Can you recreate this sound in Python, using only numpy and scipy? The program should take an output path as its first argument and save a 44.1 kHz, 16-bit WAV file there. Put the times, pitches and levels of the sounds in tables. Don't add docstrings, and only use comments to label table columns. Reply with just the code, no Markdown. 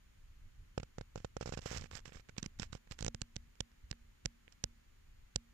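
import sys
import numpy as np
from scipy import signal
from scipy.io import wavfile
from scipy.ndimage import uniform_filter1d

SR = 44100
rng = np.random.default_rng(int(sys.argv[2]) if len(sys.argv) > 2 else 0)


def nominal_scale(level):
    x = np.asarray(level, float) / 20
    return 10 ** x


def waveform_to_disk(signal):
    frames = np.transpose(np.atleast_2d(signal))
    scaled = np.clip(frames, -1, 1) * 32767
    samples = np.round(scaled).astype(np.int16)
    wavfile.write(sys.argv[1], SR, samples)


N = 244225

# centre in Hz, width in Hz, level in dB.
AIR = (12000, 9000, -40)
PORT_CUT_HZ = 8100


def rms_one(x):
    return x / np.sqrt(np.mean(x ** 2) + 1e-20)


def at_hz(points, hz):
    points_hz, values = np.transpose(points)
    return np.interp(np.log(hz), np.log(points_hz), values)


def low(x, hz, order):
    return signal.sosfilt(signal.butter(order, hz, fs=SR, output="sos"), x)


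def later(x, ms):
    return np.interp(np.arange(N) - ms * SR / 1000, np.arange(N), x)


def clicks_at(s, size):
    out = np.full(N, 1e-18)
    np.add.at(out, np.round(s * SR).astype(int), size)
    return out


def ring(clicks, hz, t60):
    r = nominal_scale(-60 / (t60 * SR))
    w = 2 * np.pi * hz / SR
    return signal.lfilter([0, np.sin(w)], [1, -2 * r * np.cos(w), r * r], clicks)


def resonance(x, hz, width_hz):
    r = np.exp(-np.pi * width_hz / SR)
    w = 2 * np.pi * hz / SR
    return signal.lfilter(np.array([1, 0, -1]) * (1 - r * r) / 2, [1, -2 * r * np.cos(w), r * r], x)


def background():
    # frequency in Hz, density in dB per Hz.
    floor = [(12, -30), (20, 12.5), (85, 0.5), (153, -15.5), (197, -39), (233, -28.5), (326, -30.5),
             (431, -44), (482, -35), (524, -40), (2120, -36), (6290, -48.5), (6840, -39.5), (8310, -55),
             (15800, -50.5)]
    # frequency in Hz, correlation from -1 to 1.
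    likeness = [(30, 0.95), (100, 0.99), (160, 0.21), (300, -0.53), (600, -0.86), (1200, 0.22),
                (2500, -0.062), (5000, -0.066)]
    # centre in Hz, width in Hz, gain in dB.
    right_port = (6200, 1400, -2.7)
    # time in seconds, rumble level in dB.
    tremor = [(0.0, -64.5), (0.6, -57), (0.9, -62), (1.3, -60.5), (1.651, -48.5), (2.25, -58.5), (2.4, -56),
              (2.7, -55), (2.818, -59.5), (3.0, -52.5), (3.5, -63), (3.95, -64.5), (4.5, -63), (4.9, -62.5),
              (5.54, -67.5)]
    settle = 8000
    edges = 18 * 2 ** np.arange(0, 10.1, .5)
    white = rng.standard_normal((2, 2, N + settle))
    hiss = rumble = 0
    for k, (bottom, top) in enumerate(zip(edges, edges[1:])):
        band_pass = signal.butter(2, [bottom, top], "band", fs=SR, output="sos")
        mid, side = signal.sosfilt(band_pass, white[k % 2])[:, settle:]
        hz = np.sqrt(bottom * top)
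        alike = np.clip(at_hz(likeness, hz), -1, 1)
        stereo = np.sqrt(1 + alike) * mid + np.sqrt(1 - alike) * side * [[1], [-1]]
        band = nominal_scale(at_hz(floor, hz)) * stereo
        if k > 5:
            hiss = hiss + band
        else:
            rumble = rumble + band
    hz, width_hz, lift_db = right_port
    hiss[1] += nominal_scale(lift_db) * resonance(hiss[1], hz, width_hz)
    s, db = np.transpose(tremor)
    lumps_db = 4 * rms_one(low(rng.standard_normal(N), 7, order=2))
    rumble = rms_one(rumble * nominal_scale(lumps_db))
    return nominal_scale(-72.5) * rms_one(hiss) + nominal_scale(np.interp(np.arange(N) / SR, s, db)) * rumble


def whine():
    # pitch in Hz, wander in Hz, left level in dB, right level in dB.
    motor = (6890, 4, -100, -86)
    hz, wander_hz, left_db, right_db = motor
    pitch = hz + wander_hz * rms_one(low(rng.standard_normal(N), 11, order=1))
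    tone = np.sin(2 * np.pi * np.cumsum(pitch) / SR)
    return np.outer(nominal_scale([left_db, right_db]), rms_one(tone))


def slips():
    # time in seconds, jolt in dB, knock in dB, length in ms.
    drags = [(0.7781, -29, -26, 5.5), (0.7996, -36, -44, 6.1), (0.8313, -38, -40.5, 5.5),
             (0.9836, -34.5, -35, 4.2), (1.011, -36.5, -39.5, 5.2), (1.1584, -37.5, -33, 2.26),
             (1.177, -38.5, -44, 9.6), (1.2022, -46, -55, 2.3), (1.2469, -33.5, -31.5, 6),
             (1.3674, -36, -30.5, 5.9), (1.4109, -38, -31, 13), (1.4269, -36, -39, 8.9),
             (1.4589, -38, -34.5, 10), (1.4752, -37, -37, 9.3), (1.492, -35, -37.5, 8.2),
             (1.5237, -36.5, -33, 16), (1.5375, -35, -38, 11.4), (1.5741, -33, -34, 13),
             (1.5903, -37.5, -40, 5.3), (1.625, -61, -55, 7.2), (1.6597, -34.5, -31.5, 16),
             (1.7138, -34.5, -36, 6.4), (1.7308, -47, -38.5, 7.3)]
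    # time in seconds, jolt, rasp and crackle in dB.
    chatter = [(1.7471, -38, -41, -44), (1.763, -36, -40, -66), (1.7726, -46, -41, -34),
               (1.7974, -55, -50, -69), (1.8112, -38, -53, -41.5), (1.8204, -44, -42.5, -61),
               (1.8408, -38, -42, -48), (1.858, -53, -49, -66), (1.9324, -44, -45.5, -58),
               (1.9529, -40, -47, -37.5), (1.99, -58, -48, -54), (2.0561, -64, -42.5, -70),
               (2.0788, -42, -49.5, -51), (2.092, -55, -49, -66), (2.1219, -47, -46, -73),
               (2.148, -58, -47.5, -70), (2.157, -42, -50, -50), (2.1696, -71, -48.5, -69),
               (2.197, -54, -50.5, -68), (2.293, -44.5, -44, -52.5), (2.366, -62, -49, -69),
               (2.4408, -49, -46, -58), (2.8732, -58, -57, -68), (4.2516, -42.5, -53.5, -56)]
    # time in seconds, knock, rasp and crackle in dB, length in ms.
    snaps = [(2.3815, -40, -34, -32, 4.1), (2.429, -55, -39, -33, 2.4), (2.461, -45.5, -37, -35, 2.6),
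             (2.5976, -39.5, -38, -30.5, 3.6), (2.6202, -52, -37, -40.5, 8.7), (2.7292, -47, -39.5, -43, 4),
             (2.7515, -41.5, -44.5, -43, 2.1), (2.9116, -49.5, -42, -42, 2.3), (3.0081, -49, -42, -34, 2.2),
             (3.0257, -37, -40, -32.5, 2.9), (3.0472, -40, -36, -26.5, 1.2), (3.0644, -35, -29, -26, 1.8),
             (3.0813, -31.5, -40, -26.5, 3.3), (3.1468, -44, -36, -31.5, .6),
             (3.2175, -45, -36, -26.5, 1.9), (3.3645, -45, -36, -30.5, 2.3),
             (3.6059, -36.5, -31, -25.5, 2.5), (3.913, -50, -34, -26, 1.6), (4.2582, -36.5, -27, -18, 1.3),
             (4.6402, -36, -31, -20.5, 1.5), (5.3601, -33.5, -32, -15, 1.1)]
    # time in seconds, rasp in dB, crackle in dB.
    ticks = [(0.9911, -55, -54), (1.6096, -63, -52), (1.62, -61, -43), (1.7206, -46, -35),
             (1.913, -37, -42.5), (2.0032, -56, -54), (2.2882, -47, -53), (2.6312, -30.5, -33.5),
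             (2.777, -57.5, -70), (2.9215, -38, -39), (2.99, -37.5, -36), (3.2098, -55, -52),
             (3.3594, -49.5, -41), (3.555, -57, -59), (3.7171, -59.5, -64), (3.9035, -58, -56),
             (3.9284, -40.5, -73), (4.4797, -45, -72), (4.5246, -64, -48.5)]
    rows = [(s, jolt, knock, jolt - 8, -19 + 0.7 * knock, ms) for s, jolt, knock, ms in drags]
    rows += [(s, jolt, rasp - 4, rasp, crack, 5.5) for s, jolt, rasp, crack in chatter]
    rows += [(s, -23 + 0.31 * crack, knock, rasp, crack, ms) for s, knock, rasp, crack, ms in snaps]
    rows += [(s, rasp - 25, rasp - 12.5, rasp, crack, 1.4) for s, rasp, crack in ticks]
    return rows


def struck(modes, s, db):
    return sum(np.outer([left, right], ring(clicks_at(s + ms / 1000, nominal_scale(db)), hz, t60))
               for hz, t60, left, right, ms in modes)


def jolts():
    # frequency in Hz, t60 in seconds, left gain, right gain, start in ms.
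    body_modes = [(38.6, .081, .53, .58, -1.97), (79.2, .031, 6.42, 7.16, -1.85),
                  (78.7, .027, -7.82, -7.84, -1.87), (178, .013, .23, -1.7, -.8)]
    back_modes = [(197, 0.022, 0.91, 1.63, -1.26), (109, 0.068, -0.31, -0.053, 0.48),
                  (348, 0.017, 0.055, 0.33, -1.18)]
    wall_modes = [(515, 0.026, -0.64, 0.75, 0.44), (490, 0.014, -0.53, -0.86, -0.35),
                  (773, 0.0058, 0.27, -1.31, -0.38), (810, 0.012, -0.54, 0.3, -0.15)]
    wall_top_modes = [(1410, 0.01, -0.088, -0.88, -0.12)]
    # start in seconds, end in seconds.
    backstroke = (2.36, 2.61)
    # frequency in Hz, t60 in seconds, left dB, right dB, share of crispness.
    loose_part = (233.5, 0.65, -39.5, -37, 0.25)
    s, jolt_db, knock_db, _, crackle_db, _ = np.transpose(slips())
    hz, t60, left_db, right_db, share = loose_part
    crispness_db = crackle_db - knock_db
    hum = ring(clicks_at(s, nominal_scale(jolt_db + share * crispness_db)), hz, t60)
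    back = (s > backstroke[0]) & (s < backstroke[1])
    body = struck(body_modes, s[~back], jolt_db[~back] + 1.0)
    body += struck(back_modes, s[back], jolt_db[back])
    body += np.outer(nominal_scale([left_db, right_db]), hum)
    wall = low(struck(wall_modes, s, knock_db), 1450, order=2)
    wall += low(struck(wall_top_modes, s, knock_db - 2.5), 2200, order=2)
    return low(body, 480, order=2) + wall


def knocks():
    # frequency in Hz, t60 in seconds, level in dB.
    panel = [(1400, .005, -7), (2300, .004, -11)]
    s, rasp_db = np.transpose(slips())[[0, 3]]
    spread_db = 3 * rng.standard_normal((len(s), len(panel)))
    rings = np.zeros(N)
    for k, (hz, t60, db) in enumerate(panel):
        rings += ring(clicks_at(s - .0004, nominal_scale(rasp_db + db + spread_db[:, k])), hz, t60)
    return -low(rings, 3500, order=2)


def colour(x, peaks):
    return sum((-1) ** k * nominal_scale(db) * resonance(x, hz, w) for k, (hz, w, db) in enumerate(peaks))


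def dull(x):
    # centre in Hz, width in Hz, level in dB.
    dull_peaks = [(970, 640, -4.5), (1686, 946, 2.5), (2407, 1460, -1)]
    hz, width_hz, db = AIR
    air = nominal_scale(db) * resonance(resonance(x, hz, width_hz), hz, width_hz)
    return low(colour(x, dull_peaks), PORT_CUT_HZ, order=6) + air


def bright(x):
    # centre in Hz, width in Hz, level in dB.
    bright_peaks = [(3480, 1200, -7.5), (5340, 960, 2.5), (7195, 1640, -2.5)]
    return low(colour(x, bright_peaks), PORT_CUT_HZ, order=7)


def crackle():
    length, lead = 2000, 400
    out = np.zeros(N)
    t_ms = (np.arange(length) - lead) * 1000 / SR
    for s, _, _, rasp_db, crackle_db, ms in slips():
        swell_db = 13 * t_ms
        fall_db = -12 * abs(t_ms / np.maximum(ms - 1, .25)) ** 1.3
        burst = rng.standard_normal(length) * nominal_scale(np.where(t_ms < 0, swell_db, fall_db))
        burst[lead] -= 9 / ms
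        high, mid = bright(burst), dull(burst)
        at = round(s * SR) - lead
        out[at:at + length] += nominal_scale(crackle_db + 4.5) * high / abs(high).max()
        out[at:at + length] += nominal_scale(rasp_db + 2.5) * mid / abs(mid).max()
    return out


def rubbing():
    # start in seconds, end in seconds, first level in dB, last level in dB.
    strokes = [(1.154, 1.279, -65, -80), (1.4, 1.453, -63, -68), (1.457, 1.511, -54, -62),
               (1.514, 1.552, -66, -55), (1.561, 1.571, -80, -58), (1.614, 1.66, -61, -58.5),
               (1.657, 1.785, -50.5, -48.5), (1.773, 1.872, -57.5, -64), (1.91, 1.969, -60.5, -50.5),
               (1.969, 2.008, -46.5, -74), (2.053, 2.122, -53, -75.5), (2.128, 2.209, -60, -64.5),
               (2.377, 2.403, -51.5, -59), (2.42, 2.46, -73, -58), (2.587, 2.644, -60, -54),
               (2.644, 2.676, -57, -77.5), (2.723, 2.779, -57, -68), (2.898, 2.924, -78, -43),
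               (2.925, 2.952, -58, -76), (2.984, 3.03, -59, -62), (3.03, 3.071, -69, -55),
               (4.521, 4.54, -59, -82)]
    # centre in Hz, width in Hz, level in dB.
    murmur = (620, 440, -3.5)
    t, strength = np.arange(N) / SR, np.zeros(N)
    for start, end, first_db, last_db in strokes:
        level_db = np.interp(t, [start, end], [first_db, last_db])
        strength += nominal_scale(level_db) * (t > start) * (t < end)
    grain_db = 3.5 * np.minimum(rng.exponential(1, N), 5)
    flutter_db = 2.4 * rms_one(low(rng.standard_normal(N), 380, order=1))
    grain = rng.standard_normal(N) * nominal_scale(grain_db + flutter_db)
    rubbed = grain * uniform_filter1d(strength, size=130)
    hz, width_hz, murmur_db = murmur
    body = nominal_scale(murmur_db) * resonance(resonance(rubbed, hz, width_hz), hz, width_hz)
    air = nominal_scale(-24) * resonance(rubbed, *AIR[:2])
    return (bright(rubbed) + nominal_scale(2.5) * dull(rubbed) + air + body) / np.std(bright(grain))


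def scene():
    # knock gain in dB, crackle gain in dB, crackle cut in Hz.
    far_side = (-12, -15, 1800)
    knock_db, crackle_db, cut_hz = far_side
    knock, rough = knocks(), crackle() + rubbing()
    through_shell = nominal_scale(knock_db) * knock + nominal_scale(crackle_db) * low(rough, cut_hz, order=1)
    left = later(through_shell, ms=.65)
    return np.array([left, knock + rough]) + jolts() + background() + whine()


def low_pass(x):
    return signal.sosfilt(signal.butter(12, 15760, fs=SR, output="sos"), x)


def record(dry):
    mix = signal.sosfilt(signal.cheby2(12, 50, 16000, fs=SR, output="sos"), dry)
    return low_pass(mix)


dry = scene()
out = record(dry)
waveform_to_disk(out)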